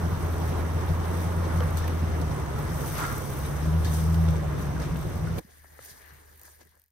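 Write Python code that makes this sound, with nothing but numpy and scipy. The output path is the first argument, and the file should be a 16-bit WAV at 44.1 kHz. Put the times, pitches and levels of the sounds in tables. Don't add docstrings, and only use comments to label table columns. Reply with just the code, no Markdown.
import sys
import numpy as np
from scipy import signal
from scipy.fft import rfft, irfft, next_fast_len
from scipy.io import wavfile
from scipy.ndimage import uniform_filter1d

SR = 44100
rng = np.random.default_rng(int(sys.argv[2]) if len(sys.argv) > 2 else 0)


def output_pcm(signal):
    pcm = np.clip(np.atleast_2d(signal).T, -1, 1) * 32767
    wavfile.write(sys.argv[1], SR, np.round(pcm).astype(np.int16))


def level_to_linear(level):
    exponent = np.asarray(level, float) / 20
    return 10 ** exponent


N = 304731
CUT_S, CUT_LENGTH_S = 5.397, 0.008
FADE_END_S, FADE_S = 6.935, 0.55


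def in_time(rows):
    s, *columns = np.transpose(rows)
    return np.array([np.interp(np.arange(N) / SR, s, c) for c in columns])


def at_hz(table, column, hz):
    return np.interp(np.log(hz + 1), np.log(np.array(table)[:, 0]), np.array(table)[:, column])


def rms_one(x):
    return x / np.sqrt(np.mean(x ** 2) + 1e-20)


def drift(rate_hz):
    r = np.exp(-80 * np.pi * rate_hz / SR)
    slow = signal.lfilter([1], [1, -2 * r, r * r], rng.standard_normal(N // 40 + 2002))[2000:]
    return np.interp(np.arange(N) / 40, np.arange(len(slow)), rms_one(slow))


def ring(x, hz, width_hz):
    r = np.exp(-np.pi * width_hz / SR)
    top_one = np.array([1, 0, -1]) * (1 - r * r) / 2
    return signal.lfilter(top_one, [1, -2 * r * np.cos(2 * np.pi * hz / SR), r * r], x + 1e-18)


def add(out, s, piece):
    i = round(s * SR)
    out[..., i:i + piece.shape[-1]] += piece[..., :N - i]


def struck(rows, attack_s):
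    out, t = np.zeros(N), np.arange(SR // 4) / SR
    for s, db, hz, t60 in rows:
        rise = np.minimum(t / min(attack_s, t60 / 10), 1)
        add(out, s, level_to_linear(db - 60 * t / t60) * rise * np.sin(2 * np.pi * hz * t))
    return out


# pitch_hz, width_hz, left_db, right_db
CASE_HOLLOWS = [(7590, 250, -13.5, -11.5), (5350, 91, -9.5, -14), (5780, 520, 2, -4.5),
                (8370, 520, 8.5, -3.5), (9230, 1060, -3, 3.5)]
# from_hz, to_hz, sign (-1 opposite, 1 same)
LOCKED_RANGES = [(10530, 11234, -1), (12340, 14860, 0.94)]
TOP_HZ, TOP_LEAD_S, TOP_LIKENESS = 10130, 0.0001873, 0.78


def pair(x, field):
    size = next_fast_len(N + 4096)
    hz, (one, other) = np.arange(size // 2 + 1) * SR / size, rfft(x, size)
    top = hz > TOP_HZ
    alike = np.clip(np.where(top, TOP_LIKENESS, at_hz(field, 3, hz)), 0, 1)
    lead = np.where(top, np.pi + 2 * np.pi * hz * TOP_LEAD_S, at_hz(field, 4, hz))
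    tilt_db = at_hz(field, 2, hz) * ~top / 2 * [[1], [-1]]
    for centre_hz, width_hz, *gain_db in CASE_HOLLOWS:
        tilt_db += np.outer(gain_db, np.exp(-((hz - centre_hz) / width_hz) ** 2))
    left_gain, right_gain = level_to_linear(tilt_db)
    right = right_gain * (alike * np.exp(1j * lead) * one + np.sqrt(1 - alike ** 2) * other)
    for low_hz, high_hz, sign in LOCKED_RANGES:
        right = np.where((hz > low_hz) & (hz < high_hz), sign * left_gain * one, right)
    return irfft([left_gain * one, right], size)[:, :N]


# start_s, end_s, wing_beat_s, level_db
FLIGHTS = [(.0932, .173, .0192, -41), (.2086, .33, .0192, -37), (.3435, .403, .0192, -35),
           (.4578, .479, .0192, -34), (.9908, 1.03, .0185, -44), (1.116, 1.225, .0178, -39),
           (4.9463, 5.02, .0222, -35), (5.0745, 5.1, .02, -37), (5.1574, 5.18, .0209, -35),
           (6.0182, 6.06, .02, -47), (6.3954, 6.46, .0193, -37), (6.5899, 6.72, .0205, -43),
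           (6.7535, 6.79, .0215, -37), (6.7965, 6.83, .0212, -31), (6.8392, 6.85, .02, -29),
           (6.8605, 6.908, .0217, -37)]
# start_s, level_db
SNAPS = [(.497, -43.5), (.575, -43), (0.6255, -39), (.864, -38), (.884, -40), (1.7072, -32.5),
         (1.7724, -24), (1.8772, -31), (1.8825, -31), (2.214, -37), (2.7843, -39), (2.8446, -43),
         (2.886, -37), (2.9494, -47), (2.9813, -28), (3.0636, -30), (3.127, -33), (3.1804, -25),
         (3.2563, -32), (3.3704, -34), (3.3904, -29), (3.5195, -45), (3.8468, -31.5), (3.9586, -36),
         (4.002, -46.5), (4.1438, -34), (4.2401, -40), (4.3068, -34), (4.7977, -45), (6.0195, -45),
         (6.061, -46), (6.1372, -45), (6.3365, -47), (6.358, -43), (6.375, -43), (6.4148, -34),
         (4.973, -37)]
FLIGHT_ENDS_DB, WING_SCATTER_DB = -1.5, 1


def hoppers():
    snaps = list(SNAPS)
    for start, end, beat, db in FLIGHTS:
        for s in np.arange(start, end, beat):
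            from_middle = 2 * (s - start) / (end - start) - 1
            scatter_db = WING_SCATTER_DB * rng.standard_normal()
            snaps.append((s, db + FLIGHT_ENDS_DB * from_middle ** 2 + scatter_db))
    clicks, t = np.zeros(N), np.arange(SR // 200) / SR
    for s, db in snaps:
        add(clicks, s, level_to_linear(db - 0.5) * rng.choice([-1, 1], len(t)) * np.exp(-t / 0.0015))
    return ring(clicks, 13100, 5400) + level_to_linear(-25.0) * ring(clicks, 6000, 3000)


RISE_SHARE, HOLD = 0.45, 1.47


def rustle(events, width_octaves, hz):
    t = np.arange(0, N + 64, 64) / SR
    s, length, db, centre_hz = np.transpose(events)[..., None]
    late = (t - s) / length
    in_time_power = np.where(late > 0, late, -late / RISE_SHARE) ** HOLD
    shape = np.exp(-in_time_power - (np.log2(hz / centre_hz) / width_octaves) ** 2)
    return np.interp(np.arange(N) / SR, t, np.sqrt(1 + np.sum(level_to_linear(2 * db) * shape, axis=0)))


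SPEED_HZ, SPEED_FROM_HZ = 1500, 920
DRY_FROM_HZ, DRY_SHARE_PER_OCTAVE = 2770, 0.27


def grass(field, events, speed_db, dry_db, bed_db, bed_db_per_octave, width_octaves, patchy_db,
          grains_per_s, grain_db):
    size = next_fast_len(N)
    colour = level_to_linear(at_hz(field, 1, np.arange(size // 2 + 1) * SR / size)) * np.sqrt(SR / 2)
    white = rng.standard_normal((2, 2, N))
    stems_break = rng.random(N) < grains_per_s * level_to_linear(5 * drift(8)) / SR
    sizes = level_to_linear(2.8 * np.minimum(rng.exponential(1, N), 3.0)) * stems_break
    crackle = rms_one(signal.lfilter([1], [1, -0.95], sizes))
    smooth, grainy = irfft(rfft([white, white * crackle], size) * colour, size)[..., :N]
    out, together = 0, drift(6)
    edges = 24 * 2 ** np.arange(0, 9.6, 0.5)
    for k, (low, high) in enumerate(zip(edges, edges[1:])):
        hz = np.sqrt(low * high)
        level_db = bed_db + bed_db_per_octave * max(np.log2(hz / 600), 0)
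        level_db = level_db + speed_db * min(hz / SPEED_FROM_HZ, 1) / (1 + hz / SPEED_HZ)
        level_db = level_db + dry_db * DRY_SHARE_PER_OCTAVE * max(np.log2(hz / DRY_FROM_HZ), 0)
        level_db = level_db + patchy_db * (0.26 * together + 0.83 * drift(20.0))
        share = level_to_linear(grain_db) * np.clip(low / 8000, 0.1, 1)
        mix = (smooth[k % 2] + share * grainy[k % 2]) / np.sqrt(1 + share ** 2)
        band = signal.sosfilt(signal.butter(2, [low, high], "band", fs=SR, output="sos"), mix)
        out = out + band * rustle(events, width_octaves, hz) * level_to_linear(level_db)
    return out


# pitch_hz, level_db (per Hz), left_over_right_db,
# likeness (0 to 1), right_lead_rad
FIELD_WALKING = [(30, -67, -3, 0.38, -3), (110, -80.5, 0, 0.91, 1.5), (217, -92.5, 1, 0.69, 1.15),
                 (456, -93, -1, 0.95, 1.5), (900, -95, 1, 0.5, 4.5), (1370, -96.5, 3, 0.15, 5.5),
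                 (1750, -87.5, 10.5, 0.35, -2), (2600, -100, 3, 0.21, 0.5), (3580, -100.0, -2, 0.19, 0.5),
                 (5000, -99, 4, 0.34, 1), (6540, -98.5, -0.5, 0.3, 2), (8600, -99.5, -9.5, 0.31, 3),
                 (9700, -96, 1, 0.13, 2.5), (15000, -100, -2, 0.44, -8)]
# peak_s, length_s (of the fall), level_db (over the bed), pitch_hz
STEPS = [(5.402, 0.018, 15, 600), (5.49, 0.041, 10, 500), (5.508, 0.034, 2, 4300), (5.65, 0.0093, 12, 700),
         (5.658, 0.12, 0, 12700), (5.777, 0.064, -4, 1750), (5.845, 0.07, 13, 5000),
         (5.852, 0.032, 10, 13100), (5.902, 0.018, 16.5, 7000), (5.868, 0.35, 12.5, 606),
         (6.015, 0.03, 9, 1750), (6.06, .04, 9, 1750), (6.11, .03, 9, 1750), (6.056, 0.09, 12, 800),
         (5.973, 0.042, 6.5, 7950), (6.172, 0.031, -3, 4300), (6.159, 0.036, 2, 200),
         (6.283, 0.047, -14, 1750), (6.45, 0.05, 13, 596), (6.472, 0.067, 9, 8800), (6.54, 0.015, 5, 1750),
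         (6.612, 0.014, 12, 4040), (6.606, 0.025, 17, 496), (6.66, 0.014, 14, 350),
         (6.75, 0.037, 13.5, 592)]


def boots_in_grass():
    return grass(FIELD_WALKING, STEPS, speed_db=0, dry_db=0, bed_db=-6.5, bed_db_per_octave=0.5,
                 width_octaves=1.06, patchy_db=2.2, grains_per_s=500, grain_db=-8.5)


# start_s, level_db, final_pitch_hz
TWIGS = [
    (5.643, -40, 615),
    (5.79, -31, 503),
    (6.415, -46, 600),
    (6.479, -40, 604),
    (6.612, -37.5, 497),
    (6.721, -49, 900),
    (6.769, -43, 543),
]


def twigs():
    out, t = np.zeros(N), np.arange(SR // 40) / SR
    for s, db, hz in TWIGS:
        turns = hz * (t + 1.37 * 0.0013 * (1 - np.exp(-t / 0.00055)))
        splinter = 5.6 * ring(rng.standard_normal(len(t)), 1200, 900)
        swell = (t / 0.0033) * np.exp(1 - t / 0.0016)
        add(out, s, level_to_linear(db) * (np.sin(2 * np.pi * turns) + 0.21 * splinter) * swell)
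    return signal.sosfilt(signal.butter(4, 2100, fs=SR, output="sos"), out)


# start_s, level_db, pitch_hz, die_away_s (to -60 dB)
THUDS = [(5.402, -34, 298, .03), (5.447, -37, 190, 0.032), (5.642, -50, 1750, 0.022), (6.6, -52, 306, 0.03),
         (5.645, -50, 350, 0.02), (5.79, -46, 300, 0.019), (6.62, -45, 350, .025), (6.662, -46, 380, .025),
         (5.80, -49, 110, .1), (5.91, -45, 130, 0.063), (6.05, -54, 60, .15), (6.12, -48, 130, 0.15),
         (6.46, -66, 199, 0.068), (6.62, -54, 99.3, 0.11)]


def boot_thuds():
    return struck(THUDS, attack_s=0.0057)


# pitch_hz, level_db (per Hz), left_over_right_db,
# likeness (0 to 1), right_lead_rad
FIELD_ROLLING = [(30, -53.5, -1, 0.3, -0.6), (110, -53, 1.5, 0.7, 0.7), (192, -62, 0, 0.87, 0.6),
                 (423, -63, -2, 0.78, 1.34), (700, -70.5, -10.5, 0.79, 1.2), (1014, -68, -2.5, 0.88, 1.19),
                 (1663, -73, 1.7, 0.07, -2.5), (2510, -82.5, -3, 0.36, 1.5), (3900, -85.5, 3.5, 0.5, 1),
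                 (4710, -89.5, 5, 0.5, 8.5), (5340, -85, 8, 0.3, -9.5), (8000, -89.5, -1.5, 0.5, -19.5),
                 (9200, -87.5, 2, 0.34, -5.5), (15100, -91.5, 9, 0.42, -6)]
# peak_s, length_s (of the fall), level_db (over the bed), pitch_hz
TUFTS = [(0.002, 0.0051, -4, 1500), (1.197, 0.11, 0, 13000), (1.511, 0.023, 1.5, 790),
         (1.62, 0.014, 2, 1000), (1.623, 0.12, -5.5, 13000), (1.78, 0.012, 9, 11000),
         (1.81, 0.11, 0.5, 5000), (2.995, 0.025, 5, 2200), (2.74, 0.042, -2, 13010),
         (2.943, 0.37, 8.5, 14600), (2.97, 0.056, 6, 4000), (3.3, 0.58, -13, 13200),
         (3.442, 0.022, 2, 4500), (3.627, 0.063, 2, 5000), (3.835, 0.013, -2, 801), (3.85, 0.029, -1, 4120),
         (3.895, 0.039, -1.5, 4550), (3.93, 0.052, -0.5, 5000), (3.936, 0.12, 7.5, 12000),
         (4.139, 0.028, 2, 11940), (4.286, 0.0083, 2.5, 4298), (4.301, 0.076, -4, 9000),
         (4.624, 0.055, 2, 13000), (4.801, 0.015, 4, 700), (4.833, 0.034, 5.5, 4360),
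         (5.07, 0.04, -5, 7000), (5.388, 0.046, 2, 600), (5.39, 0.028, 9, 13000)]
# time_s, level_db
SPEED = [
    (0, 1.6),
    (1.6, 3.5),
    (2.9, 0),
    (4.6, -2),
    (5.4, -7.5),
]
# time_s, level_db
DRYNESS = [(0.0, -57.5), (0.87, -60), (1.2, -58), (2.7, -59.5), (3.01, -56), (3.42, -57.5), (4.06, -57),
           (4.38, -63), (5.18, -60.5), (5.38, -62.5)]


def tyres_in_grass():
    dry_db = in_time(DRYNESS)[0]
    dry_db = dry_db - np.mean(dry_db[np.arange(N) / SR < CUT_S])
    return grass(FIELD_ROLLING, TUFTS, in_time(SPEED)[0], dry_db, bed_db=-0.69, bed_db_per_octave=-0.91,
                 width_octaves=1.35, patchy_db=1.37, grains_per_s=400, grain_db=-10.5)


# start_s, level_db, pitch_hz, die_away_s (to -60 dB)
STALKS = [(1.6045, -28, 2500, 0.025), (1.7705, -29, 4500, 0.03), (1.778, -32, 3460, 0.081),
          (1.7815, -34.5, 9000, .08), (1.8794, -29, 2500, 0.033), (2.2147, -33, 4830, 0.046),
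          (2.886, -38, 8600, 0.036), (2.9811, -30, 4330, 0.043), (3.0626, -42.5, 3340, 0.035),
          (3.38, -42, 8820, 0.042), (3.4594, -48, 5780, 0.04), (3.846, -25, 3000, 0.03),
          (3.851, -32, 4400, 0.15), (3.866, -35, 3700, 0.15), (3.937, -30, 8570, 0.1),
          (4.1435, -30, 3422, 0.04), (4.2867, -28, 3300, 0.015), (4.357, -33, 2000, 0.028),
          (4.365, -35, 5500, 0.022), (4.7994, -34, 5000, 0.05), (4.8183, -32.5, 5823, 0.046),
          (4.9592, -32.5, 2650, 0.035), (5.3838, -27.5, 2840, 0.021)]


def stalks():
    out, t = np.zeros((2, N)), np.arange(SR // 8) / SR
    for s, db, hz, t60 in STALKS:
        noise = rms_one(ring(rng.standard_normal((2, len(t))), hz, 0.63 * hz))
        add(out, s, level_to_linear(db - 9.5 - 60 * t / max(t60, 0.005)) * np.minimum(t / 0.00033, 1) * noise)
    return out


# time_s, level_db
SCRAPE = [
    (2.94, -59),
    (2.982, -42),
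    (3.006, -35.5),
    (3.02, -39),
    (3.045, -34),
    (3.07, -42),
    (3.108, -38),
    (3.125, -44),
    (3.26, -60),
]
# pitch_hz, level_db, die_away_s (to -60 dB)
PANEL = [(820, -1, 0.025), (997, -1, .03), (1136, -1, 0.027), (1327, 4.5, 0.021), (1420, 9.5, 0.13),
         (1624, -1.5, 0.04), (1820, -7.5, .025), (2074, -7, 0.025)]
PANEL_DAMPING = 3.0


def scrape():
    level_db = in_time(SCRAPE)[0]
    slips = level_to_linear(3.0 * np.minimum(rng.exponential(1, N), 3.0)) * (rng.random(N) < 1600 / SR) * (level_db > -59)
    slide = np.clip((np.arange(N) / SR - 3.015) / 0.025, -1, 1)
    rings = np.zeros((2, N))
    for hz, db, t60 in PANEL:
        gain = level_to_linear(db + 4.7 * slide * np.clip(np.log2(hz / 1200), -0.6, 0.25))
        rings += gain * ring(slips * rng.standard_normal((2, N)), hz, PANEL_DAMPING / t60)
    return level_to_linear(level_db - 8.5) * rms_one(rings)


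# start_s, level_db, pitch_hz,
# die_away_s (to -60 dB)
PINGS = [(1.607, -28, 488, 0.12), (1.605, -27, 1420, 0.013), (1.605, -36, 3150, 0.018),
         (1.606, -33, 2200, 0.017), (1.607, -45, 5570, .02), (1.84, -34, 1790, 0.068),
         (3.455, -37, 3800, 0.014), (2.03, -23, 229, 0.059), (2.2, -28.5, 264, 0.08),
         (3.835, -23, 100, 0.2), (3.85, -38, 1701, 0.08), (3.852, -44, 4450, .06), (3.87, -44, 3720, 0.087),
         (3.937, -38, 9000, .02), (3.96, -40, 9200, .02), (1.826, -48, 5560, 0.044),
         (4.692, -43, 5608, .015), (4.765, -37.5, 1580, 0.075), (4.815, -39, 1970, 0.033),
         (5.272, -31.5, 1439, 0.028), (5.385, -41, 2370, 0.043)]


def pings():
    return struck(PINGS, attack_s=0.00086)


CYLINDERS_DB = [-0.5, 5.5, 4.5, 1, -0.5, 3.5, -0.5, -2.5]
# pitch_hz, width_hz, level_db
EXHAUST = [(79, 28, -0.5), (155.2, 15.7, 6)]
BEAT_UNDER_DB, BEAT_FOLLOWS = -9, 0.15
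BANKS_UNDER_DB, OVERRUN_DB, OVERRUN_HZ_PER_S = -26.5, 15, 7.2
LEAN_S, LEAN_BEAT_DB, LEAN_BANKS_DB = 4.5, 2, 8.5
OCTAVE_RAD = 5.0


def exhaust(x):
    return sum(level_to_linear(db) * ring(ring(x, hz, width), hz, 2 * width) for hz, width, db in EXHAUST)


def engine(table, rough_db, wander_rad, uneven_db):
    hz, tone_db, sharp_db = in_time(table)
    octave_db, mean_db = tone_db + sharp_db, np.mean(np.array(table)[:, 2]) + 3
    near = np.arange(N) > LEAN_S * SR
    beat_db = mean_db + uneven_db + LEAN_BEAT_DB * near + BEAT_UNDER_DB + BEAT_FOLLOWS * (tone_db - mean_db)
    slowing = np.clip(uniform_filter1d(-np.gradient(hz) * SR, size=SR // 20), 0, None)
    banks_db = mean_db + uneven_db + LEAN_BANKS_DB * near + BANKS_UNDER_DB
    banks_db = banks_db + OVERRUN_DB * np.tanh(slowing / OVERRUN_HZ_PER_S)

    turns = np.cumsum(hz) / SR
    angle = 2 * np.pi * turns + wander_rad * drift(2.0)
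    tones = level_to_linear(tone_db) * np.cos(angle) + level_to_linear(octave_db) * np.cos(2 * angle + OCTAVE_RAD)
    tones += level_to_linear(octave_db - 27.5) * np.cos(3 * angle)

    fired = np.flatnonzero(np.diff(np.floor(turns)))
    strength = level_to_linear(np.resize(CYLINDERS_DB, len(fired)) + rough_db * rng.standard_normal(len(fired)))
    pulses = np.zeros(N)
    pulses[fired] = strength - strength.mean()
    banks = level_to_linear(banks_db + 0.5) * (np.cos(3 / 2 * angle) + level_to_linear(-7.5) * np.cos(5 / 2 * angle))
    return np.sqrt(2) * (tones + exhaust(banks)) + level_to_linear(beat_db) * rms_one(exhaust(pulses))


# time_s, firing_hz, load_db (of the firing tone),
# sharpness_db (octave over tone)
IDLING = [
    (5.45, 74.8, -63, -25),
    (5.56, 74.6, -57.5, -32),
    (6.02, 76.2, -62, -30),
    (6.07, 74.1, -56.5, -36),
    (6.91, 77, -61, -30),
]


def idling_engine():
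    return engine(IDLING, rough_db=4.0, wander_rad=0.05, uneven_db=-13.5) * level_to_linear([[0.7], [-0.7]])


# time_s, firing_hz, load_db (of the firing tone), sharpness_db (octave over tone)
DRIVE = [(0, 85.3, -30.5, -4.5), (.52, 82.9, -29, -27), (1.2, 86.05, -27.5, -7.5), (2.09, 82.8, -27.5, -16),
         (2.25, 78.3, -26.5, -9), (2.4, 70.5, -38, -4), (2.58, 72.07, -34.5, -5), (3.3, 67.72, -46, 6),
         (3.57, 72.5, -34, -5), (3.62, 76, -28.5, -5), (3.7, 79, -28, -5), (3.745, 80.5, -22.5, -3),
         (3.82, 80.5, -23.5, -9.5), (3.92, 78.5, -27, -3), (4.18, 81.5, -22, -2), (4.3, 80, -23, -3),
         (4.34, 79, -28, -2), (4.562, 72.8, -33, -1.5), (4.92, 69.4, -33.5, -4.5), (5.4, 64.3, -51, 8)]
# start_s, level_db, pitch_hz, die_away_s
CHUGS = [
    (4.915, -27, 164.7, 0.21),
    (5.045, -24.5, 164, 0.29),
    (5.165, -23.5, 162.8, 0.31),
    (5.29, -30, 165.7, 0.33),
    (5.13, -22, 90, .3),
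    (5.27, -30, 88, 0.57),
]
# time_s, lag_s
ENGINE_LAG = [(0, -.0004), (2.3, -.0003), (3.4, 0), (3.7, .0005), (5.4, .0005)]


def driving_engine():
    t = np.arange(N) / SR
    motor = engine(DRIVE, rough_db=3.0, wander_rad=0.09, uneven_db=-0.64) + struck(CHUGS, attack_s=0.019)
    right = np.interp(t - in_time(ENGINE_LAG)[0], t, motor)
    return level_to_linear([[0.5], [-0.5]]) * [motor, right]


def scene():
    t = np.arange(N) / SR
    before = np.clip((CUT_S - t) / CUT_LENGTH_S + 0.5, 0, 1)
    fade = np.clip((FADE_END_S - t) / FADE_S, 0, 1)
    insects = hoppers()
    walking = boots_in_grass() + insects + twigs() + boot_thuds()
    rolling = tyres_in_grass() + stalks() + scrape() + insects + pings()
    first = pair(rolling, FIELD_ROLLING) + driving_engine()
    second = pair(walking, FIELD_WALKING) + idling_engine()
    return before * first + (1 - before) * fade * second


def band_limit(x):
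    return signal.sosfilt(signal.butter(12, 16140, fs=SR, output="sos"), x)


def record(dry):
    bass_cut = signal.butter(3, 45, "high", fs=SR, output="sos")
    top_cut = signal.ellip(10, 0.3, 50, 15790, fs=SR, output="sos")
    mix = signal.sosfilt(np.vstack([bass_cut, top_cut]), dry)
    return band_limit(mix)


dry = scene()
out = record(dry)
output_pcm(out)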